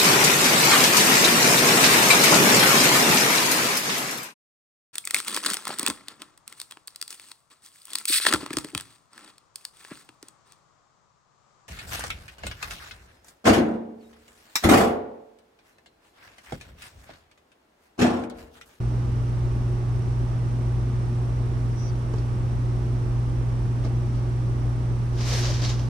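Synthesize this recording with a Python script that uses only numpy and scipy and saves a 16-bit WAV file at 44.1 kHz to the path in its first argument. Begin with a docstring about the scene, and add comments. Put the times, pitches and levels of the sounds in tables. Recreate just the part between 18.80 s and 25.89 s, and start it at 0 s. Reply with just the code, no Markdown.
"""Mains-driven machines and a fan hum in a small wood-panelled room; a stereo camera adds a faint,
pulsing whine. A cardboard box slides through the fingers, is tapped and set on a pile: its damped
walls knock and the card scuffs, then cloth swishes faintly. A hand reaches into packaging, which
catches and slips in a rustle of tiny creases, with a few ticks and stick-slip squeaks."""
import sys
import numpy as np
from scipy.fft import rfft, irfft, next_fast_len
from scipy.io import wavfile
from scipy.ndimage import map_coordinates

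SR = 44100
rng = np.random.default_rng(int(sys.argv[2]) if len(sys.argv) > 2 else 0)


def inscribe(sig):
    """Save sig as 16-bit PCM at rate SR to the path in sys.argv[1].

    A 1-D sig is mono; a 2-D sig holds one channel per row.
    Samples are clipped to [-1, 1] before scaling.
    """
    pcm = np.round(np.clip(np.atleast_2d(sig).T, -1, 1) * 32767)
    wavfile.write(sys.argv[1], SR, pcm.astype(np.int16))


N = 312669

# left-right likeness of packaging noise: freq_hz, correlation
PACKAGING_CORRELATION = [(60, 0.88), (130, 0.92), (290, 1), (630, 0.63), (1370, 0.16), (2990, 0.67),
                         (6540, 0.03), (14300, -0.16)]


def box_and_cloth():
    """Fingers slide over the box; its damped walls knock and scuff, then a faint swish of cloth."""
    # hiss of the slide: centre_hz, width_hz, relative_db
    slide_bands = [(5000, 1100, -21), (5820, 480, -6)]
    # box knocks and scuffs, last row the cloth swish:
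    # start_s, tone_db, tone_hz, tone_t60_s, noise_db, noise_hz, width_hz, noise_t60_s
    events = [(3.337, -28, 915, .045, -42, 5500, 2700, .035), (3.356, -52, 700, .05, -55, 4500, 5000, .3),
              (3.382, -40, 657, .05, -45.5, 4900, 2400, .08),
              (5.037, -37, 680, .05, -46.5, 3600, 6000, .07), (5.046, -29, 650, .07, -45, 5000, 3000, .11),
              (5.05, -42, 1250, .04, -45, 2000, 1800, .09), (5.063, -25, 470, .05, -51, 4900, 3500, .09),
              (5.345, -56, 700, .05, -56, 4600, 4000, .42)]
    # modes of the tone: pitch_ratio, relative_db
    modes = [(.48, 4), (1, -4), (1.22, -9.5), (1.8, -12.5), (3.3, -20.5)]
    t = np.arange(N) / SR
    slide_s = np.cumsum([2.95, .05, .085, .03])  # start, attack, hold, release
    out = amp(-50.3) * np.interp(t, slide_s, [0, 1, 1, 0]) * band_noise(slide_bands)
    for start_s, tone_db, tone_hz, tone_t60_s, noise_db, noise_hz, width_hz, noise_t60_s in events:
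        age_s = np.maximum(t - start_s, 0)
        onset = 1 - np.exp(-age_s / .0015)
        partials = sum(amp(db) * np.sin(2 * np.pi * (ratio * tone_hz * age_s + rng.random()))
                       for ratio, db in modes)
        tone = amp(tone_db - 60 * age_s / tone_t60_s) * partials
        noise = amp(noise_db - 60 * age_s / noise_t60_s) * band_noise([(noise_hz, width_hz, 0)])
        out += onset * (tone + noise)
    return out


def packaging():
    """Pushes make the sheet catch and slip: dense rustle, crisp edge, hollow body following the effort."""
    # pushes of the hand: peak_s, level_db, swell_s, edge_relative_db
    pushes = [(6.414, -39.5, 0.022, -24.5), (6.532, -31.5, .05, -13.5), (6.582, -34.5, .018, -12),
              (6.652, -34, 0.022, -21), (6.725, -36.5, 0.045, -19), (6.79, -43, .012, -23),
              (6.847, -33.5, 0.019, -22.5), (6.902, -35.5, 0.02, -22), (7.0, -47.5, 0.037, -24.5)]
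    # spectra of the three layers: freq_hz, relative_db
    rustle_spectrum = [(400, -33), (1000, -0.5), (1600, 0.5), (2300, -1), (3000, -1), (4500, 1), (6000, 2),
                       (7200, -7), (9000, -20), (14000, -42)]
    edge_spectrum = [(4000, -23), (7500, -0.5), (9500, -5.5), (12500, -9.5), (15000, -22)]
    hollow_spectrum = [(150, -16.5), (300, -5), (580, -1), (760, -4), (1100, -7), (1800, -33.5)]
    strokes = np.array([stroke(peak_s, db, swell_s) for peak_s, db, swell_s, _ in pushes])
    crispness = amp([[edge_db] for *_, edge_db in pushes])
    effort = np.linalg.norm(strokes, axis=0)
    edge_gain = np.linalg.norm(crispness * strokes, axis=0)
    hollow_gain = amp(-20.5) * effort ** .62  # grows more slowly than the rustle
    catch = amp(.9 * wobble(90))
    creases = crinkles(rate_hz=2400, scatter_db=2.5, power_share=.29)
    rustle = effort * pan(.69) * coloured(creases, rustle_spectrum, PACKAGING_CORRELATION)
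    fine_creases = crinkles(rate_hz=5400, scatter_db=3, power_share=.25)
    edge = edge_gain * pan(-2) * coloured(fine_creases, edge_spectrum, PACKAGING_CORRELATION)
    hollow = hollow_gain * pan(-1.7) * coloured(white(), hollow_spectrum, PACKAGING_CORRELATION)
    hollow *= amp(1.9 * wobble(35))
    return room_colour(catch * (rustle + edge + hollow), ripple_db=.7, spacing_hz=89)


def crinkles(rate_hz, scatter_db, power_share):
    """Tiny creases snap at random over the smooth noise of sliding."""
    clicks = (rng.random((2, N)) < rate_hz / SR) * white() * amp(scatter_db * white())
    return np.sqrt(power_share) * unit(clicks) + np.sqrt(1 - power_share) * white()


def snaps(t60_s=.065):
    """Larger creases let go, each with a short tick."""
    # ticks: start_s, level_db
    ticks = [(6.549, -31), (6.655, -32.5), (6.819, -34.5), (6.85, -31.5), (6.892, -34), (6.994, -40)]
    # tick spectrum: freq_hz, relative_db
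    spectrum = [(300, -20), (900, -2), (2000, -5), (4500, 0), (6000, -1), (7500, -13), (10000, -22),
                (14000, -35)]
    t = np.arange(N) / SR
    gain = sum(amp(db - 60 * np.abs(t - start_s) / t60_s) * (t >= start_s) for start_s, db in ticks)
    return gain * coloured(white(), spectrum, PACKAGING_CORRELATION)


def squeaks():
    """Rubbed card sticks and slips: rough high squeaks, and low creaks that rise as rubbing speeds up."""
    # stick-slip tones: peak_s, level_db, swell_s, pitch_hz, rise_octaves_per_s, jitter_ratio
    slips = [(3.096, -54.5, .005, 4660, 0, .03), (6.541, -39.5, .014, 455, 2, .13),
             (6.693, -40, .02, 565, .8, .06), (6.855, -37.5, .014, 4280, 0, .11)]
    t, out = np.arange(N) / SR, np.zeros(N)
    for peak_s, db, swell_s, hz, rise, jitter in slips:
        glide = 2 ** (rise * np.clip(t - peak_s, -2 * swell_s, 2 * swell_s))
        pitch_hz = hz * glide * (1 + jitter * wobble(hz / 4))
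        out += stroke(peak_s, db, swell_s) * unit(np.sin(2 * np.pi * np.cumsum(pitch_hz) / SR))
    return out


def machines():
    """Mains, shafts and blades hum, close pairs beating; small fans add higher, less steady tones."""
    # hum and fan tones: pitch_hz, relative_db, balance_db, left_lead_rad
    hum_tones = [(29.3, -48.8, -1, -0.1), (48.9, -46.6, -2, -0.1), (57.98, -33.4, 2, 0.0),
                 (59.5, -49.6, 1, 0.1), (94.6, -44.3, 10, 1.1), (95.9, -44.6, 4, -0.2),
                 (102.7, -42.9, 3, 1.8), (116, -48.6, 1, -0.1), (120, -25.4, -1, -0.1),
                 (165.4, -51.0, 1, -0.2), (204.3, -53.5, 0, -0.0), (231.9, -53.0, 0, -0.2),
                 (347.8, -57.3, 6, -0.5), (359.1, -57, -1, -0.3), (360, -49.8, 0, -0.5),
                 (363.3, -53.8, -2, -0.3)]
    fan_tones = [(763.5, -61.5, -3, -2.2), (821, -59, -13, 0.7), (872, -62, -11, 2.1),
                 (923.5, -56.3, -3, -1.8), (927.5, -62.6, 0, -3.0), (1230, -65, -5, 1.6),
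                 (1324, -66.0, -4, 2.0), (2380, -77, -2, .8), (4640, -79, 0, .8), (4988, -78, 0, -.8)]
    # slight dip and swell of the hum: time_s, gain_db
    swell = [(0, 0), (2.7, 0), (3.28, -1.8), (3.6, 0), (6.5, 0), (6.7, 1), (7.09, .3)]
    swell_db = np.interp(np.arange(N) / SR, *np.transpose(swell))
    hum = amp(3.6 + swell_db) * motor_tones(hum_tones, drift_s=.00003, drift_rate_hz=1.6)
    fans = amp(1.8) * motor_tones(fan_tones, drift_s=.00008, drift_rate_hz=2)
    return hum + fans


def motor_tones(table, drift_s, drift_rate_hz):
    """Tones whose phase wanders with motor speed; room paths shift them between the two microphones."""
    t, out = np.arange(N) / SR, np.zeros((2, N))
    for hz, db, balance_db, lead_rad in table:
        phase = 2 * np.pi * (hz * (t + drift_s * wobble(drift_rate_hz)) + rng.random())
        out += amp(db) * pan(balance_db) * np.sin(phase + np.array([[lead_rad], [-lead_rad]]) / 2)
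    return out


def fan_air():
    """The fan's even rush of air, with a narrow hiss on top."""
    # moving air: freq_hz, relative_db
    spectrum = [(12, -15), (48, 0.5), (70, -4.5), (100, -3), (150, -12), (250, -10), (390, -14), (470, -20),
                (950, -25), (1200, -24.5), (1370, -28), (2200, -35), (2900, -38.5), (3500, -41),
                (7400, -47), (8100, -48), (10000, -48.5), (14000, -65.5)]
    # left-right likeness: freq_hz, correlation
    correlation = [(60, 0.59), (130, 0.63), (290, 0.92), (630, 0.51), (1370, -0.28), (2990, 0.47),
                   (6540, -0.063), (14300, -0.025)]
    # left over right: freq_hz, balance_db
    balance = [(60, -1), (300, -.5), (700, -3), (1300, -3.5), (2400, -3), (4200, -1), (8000, -4.5)]
    # hiss: centre_hz, width_hz, relative_db
    hiss_bands = [(5480, 420, 2.5), (5950, 650, -3)]
    rush = amp(-33) * coloured(white(), spectrum, correlation)
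    hiss = amp(-63.5) * band_noise(hiss_bands)
    air = room_colour(rush + hiss, ripple_db=.8, spacing_hz=22)
    return filtered(air, lambda hz: pan(log_interp(balance, hz)))


def camera_whine(pitch_hz=8565, frame_rate_hz=29.97):
    """The electronics sing in a short and a longer burst for every picture frame."""
    t = np.arange(N) / SR
    cycle = t * frame_rate_hz % 1
    bursts = sum(np.exp(-((cycle - centre) / width) ** 2) for centre, width in ((.52, .06), (.775, .1)))
    waver_rad = 1.3 * wobble(45) + .6 * np.array([wobble(45), wobble(45)])
    tone = np.sin(2 * np.pi * pitch_hz * t + waver_rad + np.array([[0], [1.1]]))
    return amp(-70) * pan(-2.2) * unit(bursts * tone)


def room_colour(x, ripple_db, spacing_hz):
    """Standing waves of the small room lift some narrow bands and sink others."""
    ripple = lambda hz: map_coordinates(rng.standard_normal(4096), [hz / spacing_hz], mode="wrap")
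    return filtered(x, lambda hz: amp(ripple_db * ripple(hz) * hz / (hz + 200)))


def stroke(peak_s, db, swell_s, release_ratio=1.3):
    """Gain of one rub: swells to a rounded peak, dies away more slowly."""
    age_s = np.arange(N) / SR - peak_s
    distance = np.abs(age_s) / np.where(age_s < 0, swell_s, swell_s * release_ratio)
    return amp(db) / np.cosh(np.minimum(distance, 20))


def coloured(pair, spectrum, correlation):
    """Two unrelated signals to stereo of rms 1 with the given spectrum and correlation."""
    def mid_side_gains(hz):
        angle = np.arccos(np.clip(log_interp(correlation, hz), -1, 1)) / 2
        return amp(log_interp(spectrum, hz)) * [np.cos(angle), np.sin(angle)]
    mid, side = filtered(pair, mid_side_gains)
    return unit(np.array([mid + side, mid - side]))


def band_noise(bands):
    """Stereo noise of rms 1 in resonant bands."""
    def response(hz):
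        return sum(amp(db) / (1 + (2 * (hz - centre_hz) / width_hz) ** 2)
                   for centre_hz, width_hz, db in bands)
    return unit(filtered(white(), response))


def filtered(x, response):
    """Filter x by the gain response(hz)."""
    size = next_fast_len(N + SR // 4)
    return irfft(rfft(x, size) * response(np.fft.rfftfreq(size, 1 / SR)), size)[..., :N]


def log_interp(points, hz):
    """Interpolate (freq_hz, value) points on a log frequency axis."""
    freq_hz, values = np.transpose(points)
    return np.interp(np.log(hz + 1), np.log(freq_hz + 1), values)


def wobble(rate_hz):
    """Smooth random curve, rate_hz knots a second."""
    knots = rng.standard_normal(int(N * rate_hz / SR) + 4)
    return map_coordinates(knots, [np.arange(N) * rate_hz / SR])


def pan(balance_db):
    """Constant-power stereo gains; positive is left."""
    gains = amp(np.array([[1], [-1]]) * balance_db / 2)
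    return gains / np.sqrt(np.mean(gains ** 2, axis=0))


def white():
    """Two unrelated white noises."""
    return rng.standard_normal((2, N))


def amp(db):
    """Decibels to gain."""
    return 10 ** (np.asarray(db) / 20)


def unit(x):
    """Scale to rms 1."""
    return x / np.sqrt(np.mean(x ** 2) + 1e-20)


def scene():
    """The steady room and the handling in it."""
    return machines() + fan_air() + camera_whine() + box_and_cloth() + squeaks() + packaging() + snaps()


def record(dry):
    """The camera's band limit; the ends fade without a click."""
    top_hz, fade_s = 14900, .004
    t = np.arange(N) / SR
    ramp = np.clip(np.minimum(t, t[-1] - t) / fade_s, 0, 1)
    fade = np.sin(np.pi / 2 * ramp) ** 2
    return filtered(dry * fade, lambda hz: hz < top_hz)


dry = scene()
out = record(dry)
inscribe(out)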